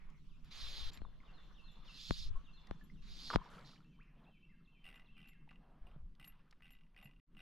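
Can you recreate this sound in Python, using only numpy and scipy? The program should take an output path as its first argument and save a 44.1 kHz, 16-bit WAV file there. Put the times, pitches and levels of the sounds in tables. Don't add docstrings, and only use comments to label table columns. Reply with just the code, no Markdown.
import sys
import numpy as np
from scipy import signal
from scipy.fft import rfft, irfft, next_fast_len
from scipy.io import wavfile
from scipy.ndimage import uniform_filter1d

SR = 44100
rng = np.random.default_rng(int(sys.argv[2]) if len(sys.argv) > 2 else 0)


def put_to_file(sound):
    columns = np.atleast_2d(sound).T
    safe = np.clip(columns, -1, 1)
    whole_steps = np.round(safe * 32767)
    wavfile.write(sys.argv[1], SR, whole_steps.astype(np.int16))


N = 327122
TIME = np.arange(N) / SR
# frequency_hz, level_db
TICK_SPECTRUM = [(1500, -15), (3000, -8.5), (5000, -6), (6600, -15.5), (8800, 0), (10800, -9.5),
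                 (12000, -5), (15000, -15)]


def line_friction():
    # start_s, fastest_s, end_s, hiss_db, rasp_db, start_drop_db, end_drop_db, pitch_ratio
    strokes = [(.44, .47, 0.54, -75.5, -81, 12, -7, 0.92), (.515, .7, .897, -52.3, -68, 8, 4, .98),
               (0.922, .94, 0.99, -70.5, -71.5, -6, 9, 1.08),
               (1.853, 2.17, 2.289, -52.5, -79.5, 21.5, 12, 1.02),
               (3.024, 3.34, 3.36, -54, -77, 19.5, 0.5, 1.023), (3.434, 3.46, 3.49, -75.5, -88, 4, 6, 1.04),
               (3.644, 3.66, 3.77, -65, -86, 14, 13, 1.03)]
    # frequency_hz, level_db
    hiss_spectrum = [(1000, -26), (2100, -18.5), (2900, -7.5), (3550, 1), (4100, 1.5), (4960, -3),
                     (5800, -12.5), (6700, -14.5), (9000, -33.5), (11100, -25), (12400, -29), (13400, -50),
                     (14500, -66)]
    rasp_spectrum = [(400, -13.5), (800, -14.5), (1100, 0), (1600, -3), (2400, 1), (3200, -4.5),
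                     (4500, -29), (9000, -70)]
    # frequency_hz, lead_rad
    phase_lead = [(0, 0), (1000, 0.26), (2500, -1.3), (4400, -1), (6100, 0.41), (11000, 0)]
    flatness, edge_s, rasp_share = 2.56, .006, .1
    out = np.zeros((2, N))
    lead = np.exp(.5j * read(phase_lead, np.fft.rfftfreq(SR, 1 / SR)) * np.array([[1], [-1]]))
    for start, fastest, end, hiss_db, rasp_db, start_drop, end_drop, pitch in strokes:
        t = start - 2 * edge_s + TIME[:SR]
        off_peak = abs(np.interp(t, [start, fastest, end], [-1, 0, 1])) ** flatness
        arch_db = -off_peak * np.where(t < fastest, start_drop, end_drop)
        running = np.exp(-((t - np.clip(t, start, end)) / edge_s) ** 2)
        colour = [(hz * pitch if hz < 8000 else hz, db) for hz, db in hiss_spectrum]
        catches = unit(signal.oaconvolve(grains(per_s=1500, spread_db=6), click(colour))[:SR])
        hiss = unit(noise(colour, alike=.86, patchy_db=2.5, size=SR) + .35 * catches)
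        hiss = irfft(rfft(hiss) * lead, SR) * amp(hiss_db + arch_db) * pan(db=-3.5)
        rasp = noise(rasp_spectrum, alike=.73, patchy_db=2, size=SR)
        rasp *= amp(rasp_db + rasp_share * arch_db) * pan(db=-.5)
        add(out, t[0], running * (amp(-1.5) * hiss + amp(2.5) * rasp))
    return out


def line_snaps():
    # start_s, level_db, tilt_db_per_octave, puff_relative_db
    snaps = [(1.018, -44, -6.5, 2), (2.1086, -21, -3, -3), (2.7111, -31.5, -6.5, -3),
             (3.3593, -14, -6.5, -7.5)]
    # frequency_hz, level_db
    crack_left = [(100, -20), (400, -4), (1100, -3.5), (2000, -11.5), (4000, -11.5), (8000, -27.5),
                  (16000, -46.5)]
    crack_right = [(60, -23), (200, -0.5), (500, -0.5), (1100, -1.5), (2000, -10), (4000, -24.5),
                   (8000, -48), (16000, -62)]
    puff_left = [(5, -15.5), (30, 2.5), (60, -3.5), (110, -8.5), (200, -13), (400, -29), (1500, -71)]
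    puff_right = [(20, -29.5), (110, -10.5), (150, 3), (250, -4), (400, -12), (800, -19.5), (3000, -63)]
    out = np.zeros((2, N))
    for s, db, tilt_db, puff_db in snaps:
        add(out[0], s, -amp(db) * click(crack_left, tilt_db))
        add(out[1], s + .00014, amp(db - 2) * click(crack_right, tilt_db))
        add(out[0], s + .00059, -amp(db + puff_db) * click(puff_left))
        add(out[1], s + .00097, -amp(db + puff_db - 5) * click(puff_right))
    return out


def pawl_drops():
    # start_s, tooth_count, first_rate_hz, last_rate_hz, body_db, treble_db
    pulls = [(4.842, 15, 90, 29.6, -53, -77.5), (5.1674, 12, 86, 45, -57, -84.5),
             (5.4904, 4, 57, 35, -56.5, -90), (5.8685, 3, 57, 37, -63, -86), (6.1976, 10, 69, 25, -56, -77),
             (6.6212, 16, 90.01, 33.0, -58.5, -85), (6.9634, 14, 83, 29.5, -56, -83.5),
             (7.368, 5, 85, 90, -59, -84.5)]
    coast_curve, body_db_per_octave, treble_db_per_octave = 1.6, 9, 15
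    spread_db, spin_up_db, spin_up_teeth = 2, -2.5, 1.3
    for s, count, first_rate, last_rate, body_db, treble_db in pulls:
        for k, uneven in enumerate(rng.standard_normal(count)):
            coasted = min(k / max(count - 2, 1), 1) ** coast_curve
            rate = first_rate + (last_rate - first_rate) * coasted
            octaves = np.log2(rate / first_rate)
            accent_db = spread_db * uneven + spin_up_db * np.exp(-k / spin_up_teeth)
            yield (s, body_db + body_db_per_octave * octaves + accent_db,
                   treble_db + treble_db_per_octave * octaves + accent_db)
            s += 1 / rate


def reel():
    # frequency_hz, level_db, t60_s
    spool_modes = [(800, -16, .035), (1145, -14.5, 0.018), (1537, -18.5, .041), (2000, -7.5, 0.052),
                   (2127, -11.5, 0.027), (2596, -1, .02), (2771, -0.5, 0.044), (3800, -22.5, 0.058),
                   (5240, -35, 0.0073), (5760, -24, .014)]
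    spool, out = np.zeros((2, N))
    for hz, db, t60 in spool_modes:
        add(spool, 0, amp(db) * ring(hz, t60, phase=rng.random()))
    spool, contact = spool[:SR // 16], click(TICK_SPECTRUM)[:256]
    t, bite_s = TIME[:700], .0005
    for s, body_db, treble_db in pawl_drops():
        scrape = rng.standard_normal(len(t)) * (1 - np.exp(-t / bite_s))
        body = signal.fftconvolve(scrape * (amp(-60 * t / .009) + amp(-26)), spool)
        tick = signal.fftconvolve(scrape * (amp(-60 * t / .014) + amp(-13.5)), contact)
        add(out, s, at_peak(body, body_db))
        add(out, s, at_peak(tick, treble_db + 10.5))
    return bank_reverb(out, wet_db=-18)


def splash():
    # start_s, level_db, pitch_hz, glide_octaves_per_s, t60_s
    bubbles = [(1.0505, -43, 1050, -5, 0.011), (1.203, -59, 2208, -18, 0.022),
               (2.356, -56.5, 1075, 1.5, .16), (2.672, -62, 1930, 6, 0.037), (2.811, -61, 1755, -2, 0.088),
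               (2.899, -59, 2020, 6, 0.039), (3.3025, -23.5, 1340, 2, 0.0071), (3.309, -34, 1200, -3, .022),
               (3.333, -36, 1200, -2, 0.012), (3.340, -36, 1110, 2, .012), (3.385, -50, 1057, -6, .051),
               (3.415, -49, 1010, 7, .046), (3.46, -52, 940, 3.5, .066), (3.583, -51, 1350, -3, 0.038),
               (3.764, -68, 1690, 7, 0.024), (3.778, -63, 2890, 17, 0.022), (3.804, -66, 1290, 14, 0.046)]
    # peak_s, level_db, rise_s, fall_s
    bursts = [(3.302, -49.5, 0.0021, 0.024), (3.335, -42.5, 0.0053, .02), (3.46, -65.5, 0.047, 0.063),
              (3.59, -61, .07, 0.032), (3.7, -74, .1, 0.14)]
    # pitch_hz, level_db
    bubble_weights = [(400, 1.5), (680, -9), (1150, 4), (1600, -8.5), (2300, -10), (3500, -10.5),
                      (4500, -13.5)]
    drops, spray, drips = np.zeros((3, N))
    for s, db, hz, glide, t60 in bubbles:
        add(drops, s, amp(db) * ring(hz, t60, glide, attack_s=.00052))
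    start = bursts[0][0] - bursts[0][2]
    for hz in np.geomspace(420, 4500, 24):
        bubble = amp(read(bubble_weights, hz)) * hz * ring(hz, t60=16 / hz, glide=8.6)
        add(spray, start, signal.fftconvolve(grains(per_s=70, spread_db=3), bubble))
    for hz in np.geomspace(1100, 4300, 12):
        bubble = ring(hz, t60=35 / hz, glide=9.2)
        add(drips, start, signal.fftconvolve(grains(per_s=9, spread_db=4), bubble))
    spray, drips = (x / x[round(start * SR):][:SR].std() for x in (spray, drips))
    spray *= sum(amp(db - 3) * swell(s, rise_s, fall_s) for s, db, rise_s, fall_s in bursts)
    drips *= amp(-77) * swell(3.64, rise_s=.14, fall_s=.18)
    return bank_reverb(drops + spray + drips, wet_db=-15)


def fizz():
    # frequency_hz, level_db
    spectrum = [(2000, -14), (5000, -1), (7000, 0.5), (9000, -8.5), (11500, -6), (14000, -25.5)]
    # peak_s, level_db, rise_s, fall_s
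    hump = (3.5, -79.5, 0, 0.14)
    return noise_swell(hump, spectrum)


def soft_bumps():
    # start_s, level_db, pitch_hz, t60_s
    bumps = [(1.003, -51.5, 169, 0.064), (2.098, -34.5, 140, .04), (3.35, -24.5, 136, 0.036),
             (3.59, -50.5, 486, 0.034), (5.961, -46.5, 145, 0.077), (6.275, -71, 139.5, 0.063),
             (7.054, -51.5, 141.7, 0.11)]
    out = np.zeros(N)
    for s, db, hz, t60 in bumps:
        add(out, s, amp(db) * ring(hz, t60, attack_s=.002))
    return out


def metal_jingles():
    # time_s, level_db, low_mode_db
    jingles = [(0.445, -77, -89), (0.934, -64, -64.5), (0.9446, -64.5, -75), (1.7168, -80, -87),
               (2.8385, -69.5, -83), (4.954, -70.5, -88.5), (5.275, -74, -87.5), (5.287, -65.5, -88.5),
               (6.248, -62, -90), (6.2636, -66, -81), (6.276, -50.5, -77), (6.7077, -65, -88),
               (6.722, -64, -87.5), (7.0279, -68, -86), (7.0437, -62, -81)]
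    # frequency_hz, level_db, t60_s
    metal_modes = [(7240, 0, 0.14), (11610, 1, 0.07), (12800, -15, 0.088)]
    out = np.zeros(N)
    for s, db, low_db in jingles:
        chatter = rng.standard_normal(400) * signal.windows.hann(400)
        for (hz, mode_db, t60), blow_db in zip(metal_modes, (low_db + 3, db - 6.5, db - 4)):
            mode = signal.fftconvolve(chatter, ring(hz, t60))
            add(out, s - .003, at_peak(mode, blow_db + mode_db))
        contact = signal.fftconvolve(chatter, click(TICK_SPECTRUM)[:256]) / 3
        add(out, s - .003, amp(db - 11.5) * contact)
    return out * pan(db=5)


def rod_taps():
    # start_s, level_db, centre_hz
    taps = [(0.101, -69.5, 6200), (.445, -66, 5030), (.932, -59, 5200), (.942, -52.5, 4400),
            (.959, -73, 4200), (0.973, -49, 4260), (2.67, -60.5, 4660), (4.029, -75, 4400),
            (5.284, -65, 4150), (5.476, -64, 905), (5.512, -55.5, 1490), (5.959, -63.5, 680),
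            (6.151, -69, 4270), (6.246, -56, 4320), (6.273, -62, 1830), (6.51, -58.5, 5160),
            (6.526, -59.5, 1960), (6.605, -64, 2020), (6.9455, -65, 2400), (7.349, -68.5, 2710)]
    out, t = np.zeros(N), TIME[:1000]
    attack_s, t60 = .0004, .021
    for s, db, hz in taps:
        scrape = rng.standard_normal(len(t)) * (1 - np.exp(-t / attack_s)) * amp(-60 * t / t60)
        colour = [(hz / 6, -18), (hz / 1.8, -7), (hz, 0), (hz * 1.34, -13), (hz * 4, -37), (hz * 12, -62)]
        add(out, s, at_peak(signal.fftconvolve(scrape, click(colour)), db))
    return bank_reverb(out, wet_db=-18.5)


def birds():
    contours = {"arch": [(0, 2507, -15), (.022, 3800, -7), (.032, 3650, -4), (.05, 2852, -1.5),
                (.066, 2707, 1.5), (.083, 2674, 0.5)], "step": [(0, 4565, -9.5), (.016, 4120, -2),
                (.033, 4250, -2.5), (.046, 4000, -4), (.06, 3500, 1.5), (.1, 3433, -10), (.14, 3440, -15)],
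                "fall": [(0, 1840, -10), (.018, 2185, 4.5), (.033, 1900, -3), (.05, 1650, -4.5),
                (.08, 1600, -9.5)], "dip": [(0, 4500, -2), (.015, 3400, -1.5), (.035, 2700, 0),
                (.065, 2400, -6), (.082, 2750, -1), (.098, 2780, -3)], "peep": [(0, 2593, 1),
                (.014, 2692, -1.5), (.03, 2770, -2)], "rise": [(0, 890, 4), (.012, 1316, 0), (.03, 2430, 2),
                (.045, 2690, 1)], "chip": [(0, 4240, -3.5), (.008, 3835, -7.5), (.018, 3200, 2.5)],
                "slur": [(0, 2765, -13), (.02, 2540, 0), (.04, 2330, -1), (.06, 2270, -3.5)],
                "thin": [(0, 3180, 3), (.03, 3087, -1), (.12, 3070, 1.5)]}
    phrases = {"seesaw": [(0, "arch", -0.5), (.096, "step", .5)], "warble": [(0, "chip", -5),
               (.026, "peep", -1), (.068, "thin", -11.5), (.088, "slur", -4.5), (.189, "peep", 2.5),
               (.247, "fall", -6.5)], "arch": [(0.0011, "arch", 0)], "rise": [(0, "rise", 0)],
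               "dip": [(0, "dip", -1.5)]}
    # start_s, phrase_name, level_db
    songs = [(.285, "dip", -70.5), (.9, "seesaw", -71), (1.23, "seesaw", -64), (1.534, "seesaw", -60),
             (1.835, "seesaw", -55.5), (2.427, "seesaw", -62), (2.923, "arch", -72),
             (3.82, "warble", -69.5), (3.986, "rise", -64.5), (4.238, "warble", -64),
             (4.648, "warble", -64.5), (5.059, "warble", -61.5)]
    # delay_s, level_db
    echoes = [(.021, -16), (.058, -16.5), (.094, -19.5)]
    direct = np.zeros(N)
    for s, phrase, db in songs:
        for offset_s, note, accent_db in phrases[phrase]:
            at, hz, note_db = np.transpose(contours[note])
            t = np.arange(0, at[-1], 1 / SR)
            waver = 1 + .01 * unit(uniform_filter1d(rng.standard_normal(len(t)), size=400))
            pitch = uniform_filter1d(np.interp(t, at, hz), size=350) * waver
            envelope = amp(db + accent_db + np.interp(t, at, note_db)) * signal.windows.tukey(len(t), .2)
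            add(direct, s + offset_s, envelope * np.sin(2 * np.pi * np.cumsum(pitch) / SR))
    out = direct.copy()
    for delay_s, db in echoes:
        add(out, delay_s, amp(db) * direct)
    return amp(-7) * bank_reverb(out, wet_db=-1.8)


def far_birds():
    # frequency_hz, level_db
    spectrum = [(700, -30), (1100, -4), (1600, -5), (2150, 3), (2600, -2), (3100, -12), (3800, -34)]
    # peak_s, level_db, rise_s (its sign has no effect), fall_s
    hump = (.04, -77.5, -2, 0.18)
    return noise_swell(hump, spectrum)


def wind():
    # frequency_hz, level_db
    spectrum = [(10, 6), (28, 5.5), (48, -7), (70, -19), (110, -24), (200, -40.5), (400, -69), (1500, -100)]
    # time_s, level_db
    levels = [(0, -57.5), (1.4, -59), (3.2, -58.5), (3.8, -66), (5.5, -62.5), (7.42, -65)]
    # peak_s, level_db, width_s, left_minus_right_db
    gusts = [(.2, -62, 0.5, -9), (0.66, -50, 0.086, 1), (0.85, -43, 0.058, 1.5), (1.06, -54, 0.081, 17),
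             (1.558, -62.5, 1, -4.5), (2.2, -53, 0.086, 1), (2.318, -38, 0.064, 0.5),
             (2.7, -65.5, 0.29, -0.5), (3.072, -52.5, 0.12, 1), (5.88, -52, 0.076, 2),
             (6.058, -47.5, 0.072, -0.5)]
    gust_spectrum = [(12, 12.5), (35, 5), (100, -11), (180, -26.5), (400, -52), (900, -84)]
    gusting = sum(amp(db) * pan(side_db) * swell(s, width, width) for s, db, width, side_db in gusts)
    breeze = gain_curve(levels) * noise(spectrum, alike=.9, patchy_db=1)
    return breeze + gusting * noise(gust_spectrum, alike=.22, patchy_db=1.5)


def far_rumble():
    # frequency_hz, level_db
    spectrum = [(60, -24), (110, -12), (150, 1.5), (200, -2), (260, -9.5), (400, -22.5), (700, -38),
                (1500, -56), (4000, -89)]
    # time_s, level_db
    levels = [(0, -69.5), (1.6, -72), (2.6, -71.5), (2.9, -67), (3.7, -65.5), (4.6, -72.5), (5.7, -69),
              (6.4, -76), (7.42, -72.5)]
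    return gain_curve(levels) * noise(spectrum, alike=.92, patchy_db=2.5)


def river():
    # peak_s, rise_s, fall_s, wash_db, gurgle_db
    laps = [(.03, 0.083, 0.14, -77.5, -92), (.72, 0.24, 0.41, -72.5, -75.5), (1.27, 0.068, 0.36, -72, -80),
            (1.88, 0.23, 0.12, -71.5, -87), (2.35, 0.088, 0.2, -73.5, -84), (2.68, 0.12, 0.17, -73, -80.5),
            (3.55, 0.34, 0.16, -70, -74), (4.22, .08, .09, -80, -73), (4.98, 0.17, 0.16, -77.5, -85),
            (5.68, 0.16, 0.14, -82.5, -77), (5.901, 0.1, 0.1, -77.5, -76), (6.35, 0.17, 0.24, -81, -88.5),
            (7.04, 0.087, 0.067, -85, -76.5)]
    # frequency_hz, level_db
    wash_spectrum = [(180, -20.5), (320, -5.5), (480, -6), (700, -10.5), (1100, -0.5), (1800, -8.5),
                     (2650, -13.5), (3100, -13.5), (3900, -20), (5000, -25), (7000, -47.5), (14000, -74)]
    gurgle_spectrum = [(200, -22), (400, -6), (720, -0.5), (1000, -7), (1800, -22), (5000, -45)]
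    steady_db = -87.5
    power = sum((amp([[wash_db], [gurgle_db]]) * swell(s, rise_s, fall_s)) ** 2
                for s, rise_s, fall_s, wash_db, gurgle_db in laps)
    wash_gain, gurgle_gain = np.sqrt(power)
    wash = np.hypot(amp(steady_db), wash_gain) * noise(wash_spectrum, alike=.67, patchy_db=3)
    return wash + gurgle_gain * noise(gurgle_spectrum, alike=.7, patchy_db=4)


def leaves():
    # frequency_hz, level_db
    spectrum = [(1500, -16), (3000, 10.5), (4500, 3), (6000, 0.5), (7500, -7.5), (9000, -16), (12000, -11),
                (15000, -25)]
    # time_s, level_db
    levels = [(0, -88), (.3, -83.5), (1.1, -89), (1.4, -82), (2.5, -84), (3.7, -82), (4.1, -95),
              (7.42, -100)]
    return gain_curve(levels) * noise(spectrum, alike=.22, patchy_db=3.5)


def microphone_hiss():
    # frequency_hz, level_db
    spectrum = [(1000, -6), (3000, 3.5), (5000, 1.5), (7000, -4.5), (10000, 0), (12500, -2.5), (15000, -9)]
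    return amp(-100) * noise(spectrum, alike=.43, patchy_db=1.5)


def bank_reverb(x, wet_db):
    # frequency_hz, t60_s
    decay_times = [(200, .35), (1500, 0.71), (3400, 1), (8000, 0.93)]
    taps = rng.standard_normal((3, SR)) * (rng.random((3, SR)) < .05) * (TIME[:SR] > .012)
    hz, t, z = signal.stft(taps[2] + .52 * taps[:2], SR, nperseg=256)
    tail = signal.istft(z * amp(-60 * t / read(decay_times, hz)[:, None]), SR, nperseg=256)[1]
    tail /= np.linalg.norm(tail[0])
    return x + amp(wet_db) * signal.fftconvolve(np.atleast_2d(x), tail, axes=1)[:, :N]


def noise(spectrum, alike, patchy_db, size=N):
    common, side = rng.standard_normal((2, size))
    turn = np.arccos(np.clip(alike, -1, 1)) / 2
    z = signal.stft(np.cos(turn) * common + np.sin(turn) * np.array([side, -side]), nperseg=512)[2]
    patches = uniform_filter1d(rng.standard_normal(z.shape[1:]), size=7, axis=0)
    patches = unit(uniform_filter1d(patches, size=6, axis=1))
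    x = signal.istft(z * amp(patchy_db * patches), nperseg=512)[1][:, :size]
    padded = next_fast_len(size)
    colour = amp(read(spectrum, np.fft.rfftfreq(padded, 1 / SR)))
    return unit(irfft(rfft(x, padded) * colour, padded)[:, :size])


def noise_swell(hump, spectrum):
    s, db, rise_s, fall_s = hump
    return amp(db) * swell(s, rise_s, fall_s) * noise(spectrum, alike=.59, patchy_db=3.5)


def click(spectrum, tilt_db=0):
    hz = np.fft.rfftfreq(4096, 1 / SR)
    log_gain = np.log(amp(read(spectrum, hz) + tilt_db * np.log2(hz / 1000 + 1)))
    log_response = np.conj(signal.hilbert(np.r_[log_gain, log_gain[-2:0:-1]]))
    return at_peak(np.fft.ifft(np.exp(log_response)).real, db=0)


def ring(hz, t60, glide=0, phase=0, attack_s=.00005):
    t = TIME[:int(min(t60, .4) * SR) + 64]
    cycles = np.cumsum(hz * 2 ** (glide * t)) / SR + phase
    return amp(-60 * t / t60) * (1 - np.exp(-t / attack_s)) * np.sin(2 * np.pi * cycles)


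def grains(per_s, spread_db):
    height = amp(spread_db * np.minimum(rng.exponential(1, SR), 4)) * rng.choice([-1, 1], SR)
    return height * (rng.random(SR) < per_s / SR)


def swell(peak_s, rise_s, fall_s):
    return np.exp(-((TIME - peak_s) / np.where(TIME < peak_s, rise_s, fall_s)) ** 2)


def gain_curve(points):
    return amp(np.interp(TIME, *np.transpose(points)))


def read(points, hz):
    f, value = np.transpose(points)
    return np.interp(np.log(hz + 1), np.log(f + 1), value)


def amp(db):
    return 10 ** (np.asarray(db) / 20)


def unit(x):
    return x / np.sqrt(np.mean(x ** 2) + 1e-20)


def at_peak(x, db):
    return amp(db) * x / abs(x).max()


def pan(db):
    return amp([[db / 2], [-db / 2]])


def add(mix, s, sound):
    part = mix[..., max(round(s * SR), 0):][..., :sound.shape[-1]]
    part += sound[..., :part.shape[-1]]


def scene():
    floor = microphone_hiss()
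    casting = line_friction() + line_snaps() + soft_bumps() + reel() + metal_jingles() + rod_taps()
    water = splash() + fizz()
    riverside = birds() + far_birds() + wind() + far_rumble() + river() + leaves()
    return casting + water + riverside + floor


def record(dry):
    # time_s, side_db
    width = [(3.55, -1), (3.8, -5), (4.1, -27.5), (7.42, -21.5)]
    # time_s, gain_db
    dropout = [(7.2, 2.5), (7.204, -59.5), (7.262, -50), (7.275, -10), (7.33, 5)]
    cutoff_hz = 15800
    mid = dry.mean(0)
    narrowed = mid + (dry - mid) * gain_curve(width)
    lowpass = signal.firwin(511, cutoff_hz, window=("kaiser", 9), fs=SR)
    return signal.oaconvolve(narrowed * gain_curve(dropout), lowpass[None], "same")


dry = scene()
out = record(dry)
put_to_file(out)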